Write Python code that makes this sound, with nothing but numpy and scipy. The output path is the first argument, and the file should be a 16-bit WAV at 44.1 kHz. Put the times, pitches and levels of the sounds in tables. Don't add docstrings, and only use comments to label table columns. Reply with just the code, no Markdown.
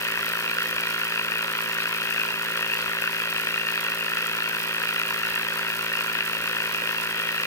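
import sys
import numpy as np
from scipy import signal
from scipy.fft import rfft, irfft, next_fast_len
from scipy.io import wavfile

SR = 44100
rng = np.random.default_rng(int(sys.argv[2]) if len(sys.argv) > 2 else 0)


def wav_record(signal):
    frames = np.transpose(np.atleast_2d(signal))
    bounded = np.clip(frames, -1, 1)
    quanta = np.round(bounded * 32767).astype(np.int16)
    wavfile.write(sys.argv[1], SR, quanta)


N = 328986
TIME = np.arange(N) / SR
SECOND_GEAR_RATIO = 7 / 11


def gears(turns, level_db, unevenness, ear_unevenness):
    # frequency in Hz, bandwidth in Hz, relative level in dB,
    # left-right difference in dB.
    chassis_modes = [(425, 370, -35.5, 10), (521, 69, -11, 1), (989, 97, -8, 5), (1105, 150, -13, -5),
                     (1404, 127, 0.5, 1.5), (1500, 215, -9, -1.9), (1730, 220, -7, 2),
                     (1851, 144, 0.66, -3), (2073, 80, -7, -8), (3916, 530, -8, 0), (4700, 1080, -10, -1)]
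    shell_modes = [(2485, 370, 2, 5), (2767, 217, 5, -1), (3130, 270, -4.5, 5.5), (3260, 236, -5.5, -9.5)]
    # frequency in Hz, width in Hz, depth 0-1.
    antiresonances = [(729, 165, 0.89), (1270, 220, 0.11), (2262, 82, 0.07), (3530, 150, 0)]
    times, sizes, hardness_hz = knocks(turns, rebound_db=-6.0, rebound_s=0.001321)
    body = 0
    for k, (hz, width, db, side_db) in enumerate(chassis_modes + shell_modes):
        chance = rng.standard_normal((len(times), 3)).T
        variety = 1 + unevenness * chance[0] + ear_unevenness * hz / 2000 * chance[1:]
        strengths = sizes * variety / np.sqrt(1 + (hz / hardness_hz) ** 6)
        ring = resonate(np.array([impulses(times, ear) for ear in strengths]), hz, width)
        if k >= len(chassis_modes):
            ring = resonate(ring, hz, width)
        polarity = (-1) ** (k // 2)
        body = body + polarity * from_db(db) * pan(side_db) * ring
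    for hz, width, depth in antiresonances:
        body = body - depth * resonate(body, hz, width)
    return from_db(level_db) * body


def knocks(turns, rebound_db, rebound_s):
    # place in the turn 0-1, relative strength in dB,
    # strength spread in dB, timing spread in ms, hardness as a cutoff in Hz.
    contacts = [(.115, -10, 3.5, 0.24, 2200), (.225, -14.5, 5, 0.31, 2180), (.265, -7.5, 1, .15, 4500),
                (0.306, -8.5, 0, 0.27, 5000), (.395, -14, 4, 0.494, 2620), (.479, -15, 0.5, 0.297, 8000),
                (.64, -12, 2.5, 0.372, 3500), (.69, -2.5, 2.9, 0.249, 4200), (.75, -2, 1.6, .25, 4200),
                (.81, -11.5, 2, 0.292, 3000), (.87, 1, 1.2, .14, 1780), (.975, -6, 1, 0.13, 1620)]
    catch_s, catch_sizes = catches(turns, share=.2, catch_db=.5, clack_db=20.5)
    groups = [(catch_s, catch_sizes, np.full(len(catch_s), 4130))]
    for place, db, spread_db, spread_ms, hardness_hz in contacts:
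        times, sizes = each_turn(turns, place, spread_db, spread_ms, gear_db=0.4)
        free = (catch_sizes == 0) | (times < catch_s - .0024) | (times > catch_s + .0012)
        groups.append((times, free * sizes * from_db(db), np.full(len(times), hardness_hz)))
    times, sizes, hardness = np.hstack(groups)
    rebounds = times + rebound_s * rng.uniform(.3, 1.679, len(times))
    flank = rng.choice([-1, 1], 2 * len(times))
    return np.r_[times, rebounds], flank * np.r_[sizes, sizes * from_db(rebound_db)], np.tile(hardness, 2)


def catches(turns, share, catch_db, clack_db):
    # time in seconds, relative level in dB.
    clacks = [(0.3341, -15), (0.4772, -16), (0.584, -14), (0.617, -20), (0.8337, -16), (0.8697, -17),
              (1.1209, -17), (1.2637, -21), (1.4262, -16), (1.5507, -14), (1.5873, -14.5), (1.784, -16),
              (1.8202, -16), (1.927, -17), (2.5731, -13.5), (2.6263, -17.5), (3.021, -16.5),
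              (3.3619, -16.5), (3.47, -15.5), (3.5766, -17.5), (3.686, -14), (3.7766, -15.5), (3.8638, -16),
              (4.17, -15), (4.4039, -16.5), (4.817, -18), (4.9603, -15), (5.015, -16), (5.1424, -18),
              (5.232, -14.5), (5.25, -19), (5.9528, -16.5), (6.0072, -17), (6.1511, -15), (6.186, -17.5),
              (6.206, -14.5), (6.2614, -17), (6.566, -16), (6.873, -15.5), (6.9817, -17), (7.434, -15)]
    times, sizes = each_turn(turns, place=.715, spread_db=1, spread_ms=0.343, gear_db=-0.9)
    caught = rng.random(len(times)) < share
    sizes = caught * sizes * from_db(catch_db)
    clack_s, db = np.transpose(clacks)
    nearest = np.abs(times[:, None] - clack_s).argmin(axis=0)
    times[nearest], sizes[nearest] = clack_s, from_db(db + clack_db)
    return times, sizes


def each_turn(turns, place, spread_db, spread_ms, gear_db):
    at = np.arange(int(turns[-1])) + place
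    timing, strength = rng.standard_normal((len(at), 2)).T
    pressure = np.sin(2 * np.pi * SECOND_GEAR_RATIO * at)
    times = np.interp(at, turns, TIME) + spread_ms * timing / 1000
    return times, from_db(spread_db * np.clip(strength, -2, 1.7) + gear_db * pressure)


def brushes(turns, level_db, floor_db, sparks_per_s, spark_db, spark_spread_db):
    # place in the turn 0-1, relative level in dB, decay time in ms,
    # strength spread in dB, timing spread in ms.
    scratches = [(.195, -12.5, 6, 10.5, 0.4), (.258, 1, 0.74, 5.5, 0.18), (.31, -4, 5, 5, 0.32),
                 (0.459, 0.5, 5.5, 4, 0.25), (.52, -4.5, 3.6, 3.5, 0.4), (0.69, -3.5, 3.4, 3, 0.4)]
    # frequency in Hz, relative spectral density in dB.
    spectrum = [(100, -34), (2000, -23), (3800, -3), (4650, 4), (6000, -0.5), (7500, -4.5), (8600, 2.5),
                (9400, -2.5), (10300, -3.5), (11500, 0), (13300, 2), (15400, -0.5), (15900, -22)]
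    power = from_db(floor_db) ** 2
    for place, db, decay_ms, spread_db, spread_ms in scratches:
        times, sizes = each_turn(turns, place, spread_db, spread_ms, gear_db=1.5)
        retention = np.exp(-2000 / (decay_ms * SR))
        power = power + signal.lfilter([1], [1, -retention], impulses(times, (sizes * from_db(db)) ** 2))
    sizes = rng.choice([-1, 1], N) * from_db(spark_spread_db * np.minimum(rng.standard_normal(N), 2))
    sparks = (rng.random(N) < sparks_per_s / SR) * sizes * (1 + 1.26 * rng.standard_normal((2, N)))
    crackle = from_db(spark_db) * rms_one(highpass(sparks, hz=10500))
    friction = rng.standard_normal((2, N))
    return from_db(level_db) * pan(1.8) * colour(np.sqrt(power) * (friction + crackle), spectrum)


def rotor_hum(turns, place, lead, flutter, wobble):
    # multiple of the turn rate, level in dB.
    harmonics = [(2, -66), (3, -49), (4, -53), (5, -60), (6, -65), (7, -47.8), (8, -54.5), (9, -54.5),
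                 (10, -56), (11, -57.5), (12, -63), (13, -62), (14, -63), (15, -67), (16, -60), (17, -52),
                 (18, -52.5), (19, -56), (20, -53.5), (24, -55), (25, -46.5), (26, -56), (27, -53),
                 (28, -53), (30, -50), (34, -53)]
    load = np.sin(2 * np.pi * SECOND_GEAR_RATIO * turns) + 0.19 * drift(48)
    hum = 0
    for order, db in harmonics:
        looseness = np.clip((order - 4) / 10, .05, 1)
        waver = 1 + looseness * (wobble * load + flutter * drift(25))
        cycles = order * (turns - place) - lead / order
        hum = hum + from_db(db) * waver * np.cos(2 * np.pi * cycles)
    return np.sqrt(2) * hum * pan(0.6)


def mesh_whine(turns, waver_rad):
    # frequency in Hz at the mean speed, level in dB.
    tones = [(1259, -52.5), (1839, -48), (2206, -53), (2493, -45)]
    clock = turns * TIME[-1] / turns[-1]
    return np.sqrt(2) * sum(from_db(db) * np.sin(2 * np.pi * hz * clock + waver_rad * drift(20))
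                            for hz, db in tones)


def crumbling_sand(level_db, grains_per_s, stereo_width):
    # frequency in Hz, relative spectral density in dB.
    spectrum = [(30, -24), (300, -13.5), (700, -5), (1500, -9), (1850, 5), (2200, 4), (2650, 7),
                (3200, 3.5), (3750, 0.5), (4800, -7), (8000, -18), (15000, -10)]
    grains = grain_impacts(grains_per_s) * (1 + stereo_width * rng.standard_normal((2, N)))
    return from_db(level_db) * colour(grains, spectrum)


def spark_snaps(level_db, low_hz):
    # time in seconds, relative level in dB.
    snaps = [(0.8085, -13), (1.6366, -25), (1.8826, -22), (2.2588, -22), (2.7436, -13), (4.2692, -13),
             (4.7586, -24), (5.3536, -13), (5.7503, -20), (6.575, -19)]
    times, db = np.transpose(snaps)
    cracks = scatter(impulses(times, from_db(db + level_db)), t60=0.0046)
    return pan(2) * highpass(cracks, low_hz)


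def sand_scrapes(grains_per_s, hz, width_hz):
    # time of the peak in seconds, length in seconds, level in dB.
    bites = [(.29, .06, -43), (.62, .05, -45), (.86, 0.073, -42), (1.82, .06, -40), (2.81, 0.099, -41),
             (5.31, .08, -41)]
    swell = sum(from_db(db) * np.exp(-(2 * (TIME - peak_s) / length) ** 2) for peak_s, length, db in bites)
    grains = scatter(grain_impacts(grains_per_s), t60=.003)
    return swell * rms_one(resonate(resonate(grains, hz, width_hz), hz, width_hz))


def frame_shudder(level_db, stereo_width):
    # frequency in Hz, relative spectral density in dB.
    spectrum = [(20, -20), (36, -16), (50, -1), (66, 0.5), (85, -9), (140, -11), (200, -7), (260, 0),
                (500, 2), (720, -6), (1200, -26)]
    mid, side = rng.standard_normal((2, N))
    return from_db(level_db) * colour(mid + stereo_width * side * [[1], [-1]], spectrum)


def reflections(x, t60, changes_per_s, count):
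    return sum(drift(changes_per_s) * scatter(x, t60) for _ in range(count)) / np.sqrt(count)


def scatter(x, t60):
    t = np.arange(SR // 4) / SR
    tails = rng.standard_normal((2, len(t))) * from_db(-60 * t / t60)
    tails /= np.linalg.norm(tails, axis=1, keepdims=True)
    return signal.fftconvolve(np.atleast_2d(x), tails, axes=1)[:, :N]


def resonate(x, hz, width_hz):
    radius = np.exp(-np.pi * width_hz / SR)
    feedback = [1, -2 * radius * np.cos(2 * np.pi * hz / SR), radius ** 2]
    return signal.lfilter(np.array([1, 0, -1]) * (1 - radius ** 2) / 2, feedback, x)


def colour(x, spectrum):
    hz, db = np.transpose(spectrum)
    size = next_fast_len(N)
    bin_hz = np.maximum(np.arange(size // 2 + 1) * SR / size, 1)
    gain = from_db(np.interp(np.log(bin_hz), np.log(hz), db))
    return rms_one(irfft(rfft(x, size) * gain, size)[..., :N])


def highpass(x, hz):
    return signal.sosfilt(signal.butter(2, hz, "high", fs=SR, output="sos"), x)


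def impulses(times, sizes):
    inside = (times > 0) & (times < (N - 2) / SR)
    at, part = np.divmod(times[inside] * SR, 1)
    at, sizes = at.astype(int), sizes[inside]
    return np.bincount(at, sizes * (1 - part), N) + np.bincount(at + 1, sizes * part, N) + 1e-18


def grain_impacts(per_s):
    return (rng.random(N) < per_s / SR) * rng.standard_normal(N)


def drift(per_s):
    knots = np.arange(0, N / SR + 1, 1 / per_s)
    return rms_one(np.interp(TIME, knots, rng.standard_normal(len(knots))))


def pan(db):
    return from_db(np.array([[db], [-db]]) / 2)


def rms_one(x):
    return x / np.sqrt(np.mean(x ** 2) + 1e-20)


def from_db(db):
    return 10 ** (np.asarray(db) / 20)


def scene():
    # time in seconds, turns per second.
    speed = [(0.0, 55.89), (0.55, 56.0), (0.9, 55.8), (1.25, 55.89), (2.0, 55.76), (2.8, 55.81),
             (3.4, 55.71), (4.2, 55.67), (5.0, 55.47), (5.9, 55.52), (6.6, 55.39), (7.15, 55.24),
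             (7.46, 55.42)]
    turns = np.cumsum(np.interp(TIME, *np.transpose(speed))) / SR
    knocking = gears(turns, level_db=6.0, unevenness=0.3, ear_unevenness=0.18)
    hum = rotor_hum(turns, place=.935, lead=14, flutter=.09, wobble=.2)
    whine = mesh_whine(turns, waver_rad=.55)
    sand = crumbling_sand(level_db=-36.0, grains_per_s=9000, stereo_width=1.0)
    left, right = knocking + hum + whine + sand
    direct = np.array([left, np.interp(TIME - .135e-3, TIME, right)])
    scratching = brushes(turns, level_db=-40.5, floor_db=-15.5,
                         sparks_per_s=1800, spark_db=-4.5, spark_spread_db=2.6)
    reflected = from_db(-10.0) * reflections(knocking, t60=0.082, changes_per_s=11, count=6)
    snaps_and_scrapes = spark_snaps(level_db=11, low_hz=7000) + sand_scrapes(grains_per_s=1000, hz=4200, width_hz=1300)
    return direct + scratching + reflected + snaps_and_scrapes + frame_shudder(level_db=-50.0, stereo_width=0.23)


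def record(dry):
    return signal.sosfilt(signal.ellip(12, .1, 90, 15900, fs=SR, output="sos"), dry)


dry = scene()
out = record(dry)
wav_record(out)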